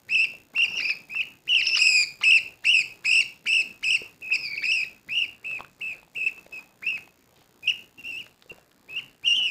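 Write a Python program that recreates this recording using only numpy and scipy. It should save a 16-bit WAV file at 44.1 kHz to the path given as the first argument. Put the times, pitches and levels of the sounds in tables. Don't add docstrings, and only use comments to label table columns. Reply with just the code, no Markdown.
import sys
import numpy as np
from scipy import signal
from scipy.io import wavfile
from scipy.ndimage import uniform_filter1d

SR = 44100
rng = np.random.default_rng(int(sys.argv[2]) if len(sys.argv) > 2 else 0)


def gain_from_decibels(decibels):
    exponent = np.asarray(decibels, float) / 20
    return 10 ** exponent


def wav_out(sig):
    wavfile.write(sys.argv[1], SR, np.round(np.clip(np.atleast_2d(sig).T, -1, 1) * 32767).astype(np.int16))


N = 418950
T = np.arange(N) / SR

# start_s, length_s, whistle_db, pitch_hz, octave_db (relative to the whistle)
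HUNGRY = [
    (1.774, 0.27, -20.5, 2525, -6),
    (2.22, 0.17, -15.5, 2635, -19),
    (2.636, 0.19, -17, 2669, -18.5),
    (3.04, 0.19, -18.5, 2608, -14),
    (3.454, .173, -20, 2676, -18),
    (3.824, 0.15, -21.5, 2666, -15.5),
]
EAGER = [
    (0.088, 0.17, -20.5, 2700, -22.5),
    (4.62, 0.23, -25.5, 2546, -13.5),
    (5.086, .17, -25, 2703, -28),
    (6.82, .16, -29.5, 2602, -27.5),
]
PLAIN = [
    (5.439, 0.15, -31.5, 2622, -35.5),
    (5.804, .14, -31.5, 2610, -33.5),
    (6.148, 0.15, -30, 2620, -31.5),
]
RISING = [
    (.545, .12, -19.5, 2760, -27),
    (1.092, 0.14, -29, 2628, -27.5),
    (1.469, 0.15, -18.5, 2803, -29),
    (8.876, .13, -38, 2593, -30),
    (9.232, 0.28, -24, 2924, -28.5),
]
GULPING = [
    (0.674, 0.26, -29, 2557, -13),
    (1.611, 0.18, -27, 2632, -7),
    (4.371, .303, -35.5, 2330, -8.5),
]


def rms_one(x):
    return x / np.sqrt(np.mean(x ** 2) + 1e-20)


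def band(x, low_hz, high_hz):
    return signal.sosfilt(signal.butter(2, [low_hz, min(high_hz, .45 * SR)], "band", fs=SR, output="sos"), x)


def room_air(patchy_db=3.0):
    # pitch_hz, level_db (per Hz)
    hum_colour = [(20, -13), (35, -4.5), (65, -7), (120, 0.5), (300, -2), (900, -10.5), (4000, -19),
                  (9000, -30)]
    hz, db = np.transpose(hum_colour)
    edges = 20 * 2 ** np.arange(0, 10.1, .5)
    white = rng.standard_normal((2, N))
    out = np.zeros(N)
    for k, (low, high) in enumerate(zip(edges, edges[1:])):
        flicker = np.interp(T, np.linspace(0, T[-1], 150), rng.standard_normal(150))
        level = np.interp(np.log(low * high) / 2, np.log(hz), db)
        out += gain_from_decibels(level + patchy_db * flicker) * band(white[k % 2], low, high)
    return gain_from_decibels(-55.5) * rms_one(out)


def screen_scan(spike_s=1.6e-5, on_db=-37.5, off_db=-36, ripple_db=-53, octave_db=1.5):
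    # first_burst_s, bursts_per_s, burst_length_ms
    scans = [
        (.00048, 59.8505, 1.7),
        (5.24689, 59.85, .332),
        (6.14815, 60.7, 1.68),
        (6.8072, 59.85, 1.7),
        (8.29434, 59.85, .332),
    ]
    setting = np.searchsorted(np.array(scans)[1:, 0] - .002, T)
    first, rate, length = np.transpose(scans)[:, setting]
    since = (T - first + .001) % (1 / rate) - .001
    left = length / 1000 - since
    spikes = gain_from_decibels(on_db) * np.exp(-.5 * (since / spike_s) ** 2)
    spikes -= gain_from_decibels(off_db) * np.exp(-.5 * (left / spike_s) ** 2)
    phase = 2 * np.pi * 6950 * rate / 59.85 * left
    ripple = -np.cos(phase - .3) - gain_from_decibels(octave_db) * np.cos(2 * phase)
    running = (since > .26 * length / 1000 - 3e-5) * (left > 3e-5)
    return spikes + gain_from_decibels(ripple_db) * ripple * running / length ** .25


def bumps(events, width_s):
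    s, *columns = np.transpose(events)
    marks = np.zeros((2, N))
    marks[:, (s * SR).astype(int)] = columns
    bell = np.exp(-.5 * (np.arange(-1400, 1401) / SR / width_s) ** 2)
    return signal.fftconvolve(marks, bell[None], "same")


def membrane_jolts():
    # peak_s, bend_share (of the pitch), swell_db twitches of the membrane, up or down,
    # some sharp as a yelp
    twitches = [(0.1503, 0.059, 3), (0.1816, -0.07, -7), (0.858, 0.093, 6.5), (1.2027, -0.095, -3),
                (1.2132, 0.08, 0.5), (1.5521, 0.092, 4), (1.6281, 0.14, 8.5), (1.6522, -0.098, -11.5),
                (1.6715, 0.076, 14), (1.7515, 0.16, 17), (1.821, 0.067, 15), (1.8549, 0.041, 5),
                (1.8715, 0.12, 15.5), (2.3166, -0.073, -10), (2.3392, -0.069, -6.5), (2.7412, -0.07, -4),
                (2.7928, 0.063, 4), (3.1346, 0.097, 4.5), (3.1562, 0.12, 4.5), (3.9081, 0.072, 4),
                (3.9369, -0.0784, -3.5), (4.5807, 0.023, 20), (4.6571, 0.068, 14), (4.7112, -0.092, 4),
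                (5.1482, -0.12, -8), (5.2066, -0.053, -8), (5.2221, 0.062, 6), (6.2592, 0.031, -14),
                (8.1183, -0.11, -17.5), (9.265, 0.095, 5),
                (.246, 0.063, 3.5), (.682, 0.069, 7), (2.31, 0.12, 3), (2.33, 0.05, -3), (1.486, -0.038, -11),
             (2.227, -0.078, -10), (3.2, 0.072, -1), (3.531, 0.095, 3), (3.575, 0.047, 1),
             (4.353, 0.095, 2), (4.499, 0.12, 3), (5.878, 0.06, 2), (6.266, 0.027, 2), (6.905, 0.13, 7),
             (7.677, 0.22, -0.5), (0.813, -0.11, -1), (0.841, 0.0066, -3), (4.446, -.04, -8),
             (4.477, -0.063, -2), (4.529, -0.053, -12), (8.99, 0.09, 2), (9.301, 0.072, 0),
             (9.356, 0.077, 1), (9.364, 0.12, -2)]
    breaks = [(0.785, -0.31, -21), (0.801, -0.52, -15), (0.898, -0.7, -27), (1.149, -0.75, -8),
              (1.664, -0.42, -18.5), (1.695, -0.43, -36), (1.758, -0.55, -18.5), (4.304, -0.8, -19),
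              (4.558, -0.45, -29)]
    quick_bends = [(0.1507, 0.069, 0.5), (0.1566, -0.064, 4), (0.5817, -0.059, -1), (0.6141, -0.08, -4),
                   (0.6231, 0.054, 2), (0.641, 0.045, 1.5), (0.6495, -0.084, -0.5), (0.6615, 0.037, 2),
                   (0.6849, -0.072, 3), (0.7144, 0.057, -2.5), (0.7433, -0.054, 3), (0.8171, -0.074, -6),
                   (0.9119, -0.053, -2.5), (1.1015, 0.083, 12), (1.1489, 0.097, -0.5),
                   (1.4732, -0.15, -7.5), (1.4806, 0.11, 4), (1.4896, -0.078, -4.5), (1.537, 0.049, -1.2),
                   (1.545, -0.039, -2.5), (1.559, -0.022, -1.5), (1.5949, -0.11, -2.5),
                   (1.6049, 0.05, -5.5), (1.716, 0.065, 3), (1.6966, 0.06, 8.0), (1.7086, -0.021, -9),
                   (1.7351, 0.067, 7.5), (1.764, 0.15, 5.5), (1.77, -0.04, 0.5), (1.7934, 0.066, 5),
                   (1.8543, 0.072, 0.5), (1.8942, 0.042, 5), (1.9176, -0.029, -6.5), (1.9336, -0.032, -3),
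                   (1.9585, 0.038, 1.5), (2.0204, -0.015, -7.5), (2.2299, 0.09, 4.5), (2.2369, -0.083, 2),
                   (2.2429, 0.059, 1.6), (2.2489, -0.065, -5), (2.3576, 0.042, 3), (2.3811, 0.034, 5),
                   (2.6624, -0.048, -5), (2.6769, 0.049, 3), (2.7637, -0.068, -5.5), (2.7702, 0.033, 6),
                   (3.0536, 0.085, 4.5), (3.0615, -0.12, 0.5), (3.0715, 0.094, -3.5),
                   (3.1074, -0.066, -6.5), (3.1154, 0.077, 4.5), (3.1239, -0.051, -5),
                   (3.1409, -0.037, -6.5), (3.1937, 0.066, 3), (3.1992, -0.11, -8), (3.2057, 0.091, 3),
                   (3.2122, -0.07, -0.5), (3.4716, 0.068, 2.5), (3.4786, -0.13, -2), (3.4861, 0.1, -2),
                   (3.5295, -0.046, -0.5), (3.5525, 0.049, -2), (3.5691, 0.053, 2.9), (3.5769, -0.061, -3),
                        (3.6166, 0.0705, 6.5), (3.6253, -0.052, -10.5), (3.8546, 0.055, -2.5),
                        (3.8785, -0.086, -1), (3.8956, -0.083, -4), (3.9309, 0.099, 1), (3.9712, 0.05, 10),
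                        (4.2277, 0.081, 1), (4.3152, -0.057, -2), (4.326, 0.062, 2.5), (4.3337, -0.041, -3.5),
                        (4.3522, -0.029, -7), (4.3575, 0.072, 2), (4.3667, -0.0084, -2), (4.3742, 0.085, 9),
                        (4.4482, 0.062, 6), (4.469, -0.054, -8), (4.4996, -0.067, -12), (4.58, 0.1, 2),
                        (4.5884, -0.095, 0), (4.633, -0.088, 2.5), (4.639, 0.061, 7), (4.6475, -0.085, -5.5),
                        (4.6565, 0.053, -2), (4.6823, -0.049, -5.5), (4.7113, 0.002, -5), (4.72, 0.075, 5),
                        (4.7565, 0.058, 0), (4.774, 0.05, 3.5), (4.815, -0.069, 0.5), (4.8333, 0.01, 10),
                        (4.844, -0.059, 2), (5.1073, -0.082, -3), (5.1984, 0.051, -1), (5.2292, -0.066, -3.5),
                        (5.581, 0.1, 7.5), (5.813, -0.09, -4.5), (5.9147, -0.049, -2.5), (5.938, 0.14, 1),
                        (6.159, -0.084, -8.5), (6.243, 0.061, 3.5), (6.2536, -0.06, -5), (6.2802, 0.059, -0.2),
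                        (6.2889, -0.045, -3.5), (6.8804, -0.0466, -4), (6.894, -0.0021, -7), (6.9068, -0.053, 0),
                        (7.6691, 0.063, -6), (7.6768, -0.052, 0), (7.692, 0.05, 0), (7.719, -0.13, 7.5),
                        (8.0466, -0.097, -5), (8.1899, 0.083, -0.5), (8.9859, 0.057, -1.5),
                        (9.253, -0.0594, 3.5), (9.28, 0.036, 6.5)]
    leans = [(0.0908, 0.19, 0.5), (0.1272, 0.045, 3.5), (0.2125, 0.028, 1.5), (0.2559, 0.1, 9),
             (0.6645, 0.051, -4), (0.7698, 0.059, -2.5), (0.8007, 0.059, 2), (0.8416, 0.045, 1.5),
             (0.866, -0.049, 0.5), (0.897, 0.085, -2.5), (1.1718, 0.037, 4.5), (1.2242, 0.086, 4),
             (1.529, -0.077, 0.5), (1.5724, 0.042, 2), (1.6049, 0.096, 5.5), (1.6198, -0.044, -1),
             (1.6667, -0.044, -5.5), (1.776, 0.033, -5.5), (1.8229, 0.054, 4), (2.044, 0.14, 8),
             (2.2489, 0.066, 0.5), (2.3078, -0.036, -2.3), (2.7483, 0.019, 3), (2.7747, -0.035, -4),
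             (2.8306, 0.07, 6), (3.043, 0.15, 3.5), (3.1768, 0.027, 2), (3.2182, -0.071, -9),
             (3.4581, 0.094, 7.5), (3.8323, 0.13, 7), (3.954, 0.036, 5), (4.3461, -0.0081, -5),
             (4.385, 0.057, -1), (4.5317, 0.04, 5), (4.5591, -0.045, -6), (4.6429, 0.061, 5),
             (4.6839, 0.063, 6.5), (5.0879, 0.13, 4.5), (5.1498, 0.079, 0.5), (5.1802, 0.05, 3),
             (5.258, 0.099, 8), (5.4531, -0.053, -2.5), (6.2972, -0.12, -15), (6.604, 0.09, 2.5),
             (6.835, 0.088, 5), (6.8629, 0.037, 0), (6.9826, 0.067, 4), (7.6746, -0.064, 9.5),
             (7.706, 0.045, 8), (8.2228, -0.031, -3)]
    swoops = [(s + .018, .13, 0) for s, *_ in HUNGRY[1:]]
    swoops += [(s + .013, .1, 1.5) for s, *_ in PLAIN]
    swoops += [(s + .011, .15, 4) for s, *_ in EAGER[::2]]
    swoops += [(s + .03, -.11, 1.5) for s, *_ in HUNGRY[1:]]
    sharp = bumps(twitches + swoops, .00217) + bumps(breaks, .0011)
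    return sharp + bumps(quick_bends, .0027) + bumps(leans, .008)


def surges(rows, edge_s):
    out = np.zeros((3, N))
    for s, length, *change in rows:
        out += np.outer(change, np.clip(np.minimum(T - s, s + length - T) / edge_s, 0, 1))
    return out


def chick_efforts():
    # start_s, length_s, swell_db,
    # bend_share, beak_db (overtones)
    pushes = [(0.169, 0.057, 0.8, -0.035, 3), (0.623, 0.071, 1, 0.0068, 4.5),
              (1.09, 0.072, -4, -0.037, 3.5), (1.185, 0.04, 7.5, 0.016, -5.5),
              (1.561, 0.092, -0.5, -0.084, 6.5), (1.95, 0.14, 1, -0.022, -2), (2.3, 0.06, 3.5, 0.033, -4.5),
              (2.689, 0.058, -4, 0.026, 0.5), (2.778, 0.046, -2.5, -0.062, 3),
              (3.18, 0.058, 3.5, 0.041, -2), (4.304, 0.076, 14.5, 0.033, -1.5),
              (4.322, 0.056, 3, -0.017, 18.5), (4.688, 0.076, 3.5, 0.059, 3.5),
              (5.166, 0.088, 1.5, 0.011, 2.5), (6.817, 0.071, 1, -0.047, -4), (8.18, 0.032, -4, 0.061, -5),
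              (8.952, 0.056, 11, 0.091, 2.5), (9.259, 0.086, 6.5, -0.041, 5),
              (9.349, 0.057, -1.5, 0.043, 7),
              (9.395, .035, -0.5, 0.016, -16), (9.42, 0.073, 1, 0.016, 1.5), (4.815, .05, -5, 0.023, -3.5),
              (6.51, 0.037, 2.5, 0.026, 2), (2.7, 0.041, -3.5, 0.03, -1.5), (6.2, 0.048, 3, -0.021, -6),
              (.09, .05, -2, -0.012, 1.5), (9.46, .07, -2, -0.062, 0)]
    # start_s, length_s, swell_db, bend_share, beak_db
    lunges = [(0.47, 0.0512, -16, -0.05, -4), (7.674, 0.029, 5.5, 0.027, 2.5),
              (7.674, 0.0416, 8, 0.0706, 7), (6.261, 0.029, 11, 0.0268, -2),
              (6.864, 0.0335, 8.5, 0.08, 3.5), (1.487, .05, 0.5, .07, 6), (2.69, 0.044, 5.5, .04, -0.5),
              (4.326, 0.066, 0.5, -0.0077, -1), (8.113, .055, -2, -0.044, 1.5)]
    # start_s, length_s, swell_db, bend_share, beak_db
    gulps = [(0.672, 0.1, -3.5, 0.05, 1.5), (.76, 0.039, 5, 0.054, 3), (0.795, 0.065, 2, -0.083, 0),
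             (0.883, 0.038, 8.5, -0.024, -2.5), (1.598, .035, 10.5, 0.012, -21),
             (1.65, 0.05, 2.5, 0.015, 7), (1.763, 0.042, 2, -0.051, 10), (4.373, .075, -1, 0.08, 10),
             (4.43, 0.0612, 2.5, 0.022, 10), (4.5, .07, 1.5, -0.029, -5.5), (4.572, .03, 2, 0.075, -11),
             (4.595, .035, -4.5, 0.005, -3), (4.625, .035, -4, 0.053, -12)]
    edge_s = .01608
    return surges(pushes, edge_s) + surges(lunges, .0035), surges(gulps, edge_s)


def calls_in_order():
    # start_s, length_s, whistle_db, pitch_hz, octave_db
    soft = [(4.217, 0.15, -34.5, 2559, -31), (6.521, 0.082, -37, 2568, -23),
            (7.627, 0.092, -37.5, 2525, -25.5), (7.975, 0.042, -43.5, 2785, -28),
            (8.036, 0.19, -33, 2760, -26), (8.494, 0.025, -38.5, 2780, -44.5),
            (9.344, 0.19, -31.5, 2690, -22.5)]
    # start_s, length_s, whistle_db, pitch_hz, octave_db
    croaks = [
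        (1.768, 0.015, -34.5, 1207, 0.65),
        (2.21, 0.017, -40.5, 1197, -1.5),
    ]
    # start_share, swoop_s, after_swoop_share, before_drop_share, closing_share
    glides = [
        (0.461, .02, .97, .98, 0.74),
        (.57, .022, .94, .98, 0.73),
        (.74, .021, .99, .97, 0.73),
        (.74, .01, 1.01, .96, 0.73),
        (.96, .008, .99, .98, .84),
        (1.03, .02, 1.01, .97, .82),
        (0.901, 0.0048, .99, 1.05, 1),
    ]
    # start_db, after_swoop_db, before_drop_db, closing_db, third_over_octave_db
    manners = [
        (-43, -4.5, -1.5, -21.5, -6.5),
        (-18.5, -5.5, -1.5, -15, -11),
        (-28, -4.5, -1.4, -9.5, -12.5),
        (-29, -0.5, -1.5, -13, 1),
        (-24, -3, -0.5, -7.5, -8),
        (-14, -2.5, 1.5, -9.5, -28),
        (-1.5, 3, 2, -9, 0),
    ]
    groups = zip([HUNGRY, EAGER, RISING, PLAIN, soft, GULPING, croaks], glides, manners)
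    return sorted((cheep, *style) for rows, *style in groups for cheep in rows)


def outline(cheep, glide, manner, drop_s=.017):
    s, length, db, hz, _ = cheep
    start, swoop_s, early, late, close = glide
    swoop_end = min(swoop_s, 0.22 * length)
    drop_start = length - min(drop_s, 0.18 * length)
    times = s + np.array([0, swoop_end, length / 2, drop_start, length])
    return times, hz * np.array([start, early, 1, late, close]), db + np.insert(manner[:4], 2, 0)


def upper_overtones(phase, pitch, bent_pitch, third, shimmer, gulping, fall_db=-11):
    # pitch_hz, boost_db
    windpipe = [
        (7000, -.8),
        (9600, 4),
        (11200, -3),
        (13200, -5),
        (14700, 11.5),
    ]
    out = np.zeros(len(phase))
    for n in range(3, 7):
        db = third + np.interp(n * bent_pitch, *np.transpose(windpipe)) + fall_db * (n - 2.5)
        db = db + 3.9 * (n == 3) + 11.0 * gulping * (n == 4)
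        tone = np.sin(n * phase) + .5 * shimmer[n % 3] * np.cos(n * phase)
        out += gain_from_decibels(db) * tone * (n * pitch < 16500)
    return out


def cheeps(rasp_db=-29, croak=0.28, croak_hz=2050):
    quiver = rms_one(band(rng.standard_normal((2, N)), 40, 95))
    shimmers = rms_one(band(rng.standard_normal((3, N)), 57, 230))
    rattles = rms_one(band(rng.standard_normal(N), 130, 500))
    grit = rms_one(band(band(rng.standard_normal(N), 2800, 7300), 2800, 7300))
    bend, swells = membrane_jolts()
    efforts = chick_efforts()
    flutter, ragged, half_db, swell_db, shimmer_db = .013, .4, -45, .5, .9
    out = np.zeros(N)
    for k, (cheep, glide, manner) in enumerate(calls_in_order()):
        s, pitches, levels = outline(cheep, glide, manner)
        at = slice(int(s[0] * SR), int(s[-1] * SR))
        t, shimmer, rattle = T[at], shimmers[:, at], rattles[at]
        swell = np.minimum(swells[at], 8.5)
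        gulping = cheep in GULPING
        effort_db, strain, beak_db = efforts[gulping][:, at]
        pitch = np.interp(t, s, pitches) * (1 + strain)

        flat = cheep[3] - pitch
        loss_db = np.clip(0.7 * (flat - 201), 0, 4)
        level = effort_db - loss_db + 40 * np.log10(np.interp(t, s, gain_from_decibels(levels / 2)))

        flat = flat * np.where(t < s[1], 0.34, 1)
        second = cheep[4] + beak_db + np.minimum(0.0276 * flat, 18)
        second = np.minimum(second, 6)
        third = cheep[4] + beak_db - .3 * effort_db + manner[4] + np.minimum(.03 * flat, 9)

        trill = 1 + .4 * gulping + 0.396 * (cheep in HUNGRY[3:])
        trill += -0.17 * (cheep in RISING) + .4 * (cheep in PLAIN)
        shake = quiver[k % 2, at] * trill
        slack = np.clip((croak_hz - pitch) / 600, 0, 1)
        wander = flutter * (shake + .61 * shimmer[2]) + bend[at] + croak * slack * rattle
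        bent_pitch = pitch * (1 + wander)
        phase = 2 * np.pi * np.cumsum(bent_pitch) / SR

        voice = gain_from_decibels(shimmer_db * shimmer[0] + swell) * np.sin(phase)
        octave = (1 + ragged * shimmer[1]) * np.sin(2 * phase)
        octave += ragged * quiver[1 - k % 2, at] * np.cos(2 * phase)
        voice += gain_from_decibels(second + 0.22 * swell) * octave
        voice += gulping * gain_from_decibels(rasp_db + second / 2) * grit[at] * shimmer[2]
        voice += upper_overtones(phase, pitch, bent_pitch, third, shimmer, gulping)
        uneven = gain_from_decibels(half_db + (second + 15) / 4) * shimmer[2] ** 2
        voice += uneven * (0.6 * np.sin(phase / 2) + np.sin(3 * phase / 2))

        edge = np.clip(np.minimum(t - s[0], s[-1] - t) / .0025, 0, 1)
        loudness = gain_from_decibels(level + swell_db * shake + 0.93 * slack * rattle)
        out[at] += np.sqrt(2) * loudness * edge * voice
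    return out


def room(x, room_db=-11, bass_t60_s=0.4, treble_t60_s=0.36):
    t = T[:int(.7 * SR)]
    low, high = rng.standard_normal((2, len(t)))
    tail = band(low, 150, 2900) * gain_from_decibels(-60 * t / bass_t60_s)
    tail += band(high, 2800, 16000) * gain_from_decibels(-60 * t / treble_t60_s)
    tail *= np.clip((t - .003) / 0.0025, 0, 1)
    tail /= np.sqrt(np.sum(band(tail, 2300, 3100) ** 2) * SR / 1600)
    return gain_from_decibels(room_db) * signal.fftconvolve(x, tail)[:N]


def knocks(cycles=1.5, snap_s=0.0017):
    # start_s, peak_db, pitch_hz, snap_db (relative to the thud)
    touches = [(.337, -41, 663, -20), (3.6, -37, 570, -20), (4.018, -30.5, 432, -18),
               (5.591, -34.5, 1000, -15), (5.5945, -37, 800, -10), (5.599, -37, 700, -7),
               (5.6062, -21, 1090, -18), (5.647, -30.5, 1362, -9.5), (5.5125, -43, 1480, 2),
               (6.03, -35.5, 880, -13), (6.078, -38, 805, -11), (6.178, -39.5, 465, -4.5),
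               (6.378, -42, 905, -4), (6.4645, -32.5, 570, -3), (6.927, -41, 1002, -12),
               (6.978, -29.5, 2200, -5.5), (7.417, -39.5, 750, -10), (.581, -33.5, 1420, 4),
               (7.076, -36.5, 805, -5), (8.265, -46, 599, 8), (8.424, -27, 3780, -10.5),
               (8.46, -37, 494, -8), (9.15, -44.5, 698, -2.5), (8.517, -31.5, 461, -27),
               (8.584, -36, 733, -9), (8.716, -49, 2510, 8), (9.402, -38, 774, -6)]
    out, t = np.zeros(N), T[:SR // 25]
    grit = band(rng.standard_normal((21, len(t))), 1000, 3400)
    for k, (s, peak_db, hz, snap_db) in enumerate(touches):
        thud = np.sin(2 * np.pi * hz * t) * np.exp(-t * hz / cycles)
        snap = gain_from_decibels(snap_db) * 3 * grit[k % len(grit)] * np.exp(-t / snap_s)
        start = int(s * SR)
        out[start:start + len(t)] += gain_from_decibels(peak_db) * (thud + snap)
    return out


def rustles():
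    # start_s, length_s, level_db, lowest_hz, highest_hz
    strokes = [
        (0.477, 0.52, -56, 160, 1330),
        (6.573, 0.064, -58.5, 710.5, 1340),
        (7.35, .12, -58, 1700, 4520),
    ]
    out = np.zeros(N)
    for s, length, db, low_hz, high_hz in strokes:
        noise, lumps = rng.standard_normal((2, N))
        stroke = np.sin(np.pi * np.clip((T - s) / length, 0, 1)) ** .5
        lumpy = gain_from_decibels(db + 4.0 * rms_one(band(lumps, 4.7, 41)))
        out += lumpy * stroke * rms_one(band(noise, low_hz, high_hz))
    return out


def noise_gate(x, knee_db=-43.5, ahead_s=.012, smooth_s=.012):
    # since_loud_s, gain_db
    gate_shut = [
        (0, 0),
        (.04, -2),
        (.14, -8.5),
        (.32, -7),
    ]
    level_db = 10 * np.log10(uniform_filter1d(x ** 2, 660) + 1e-12)
    last_loud = np.maximum.accumulate(np.where(level_db > knee_db, T, -.3))
    gain_db = np.interp(T - last_loud, *np.transpose(gate_shut))
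    return gain_from_decibels(uniform_filter1d(np.interp(T + ahead_s, T, gain_db), int(smooth_s * SR)))


def scene():
    near = cheeps() + knocks()
    return (near + room(near) + room_air() + screen_scan() + rustles())[None]


def roll_off(x):
    return signal.sosfilt(signal.butter(12, 15840, fs=SR, output="sos"), x)


def record(dry):
    top = signal.cheby2(16, 50, 16000, fs=SR, output="sos")
    mix = signal.sosfilt(top, dry * noise_gate(dry[0]))
    return roll_off(mix)


dry = scene()
out = record(dry)
wav_out(out)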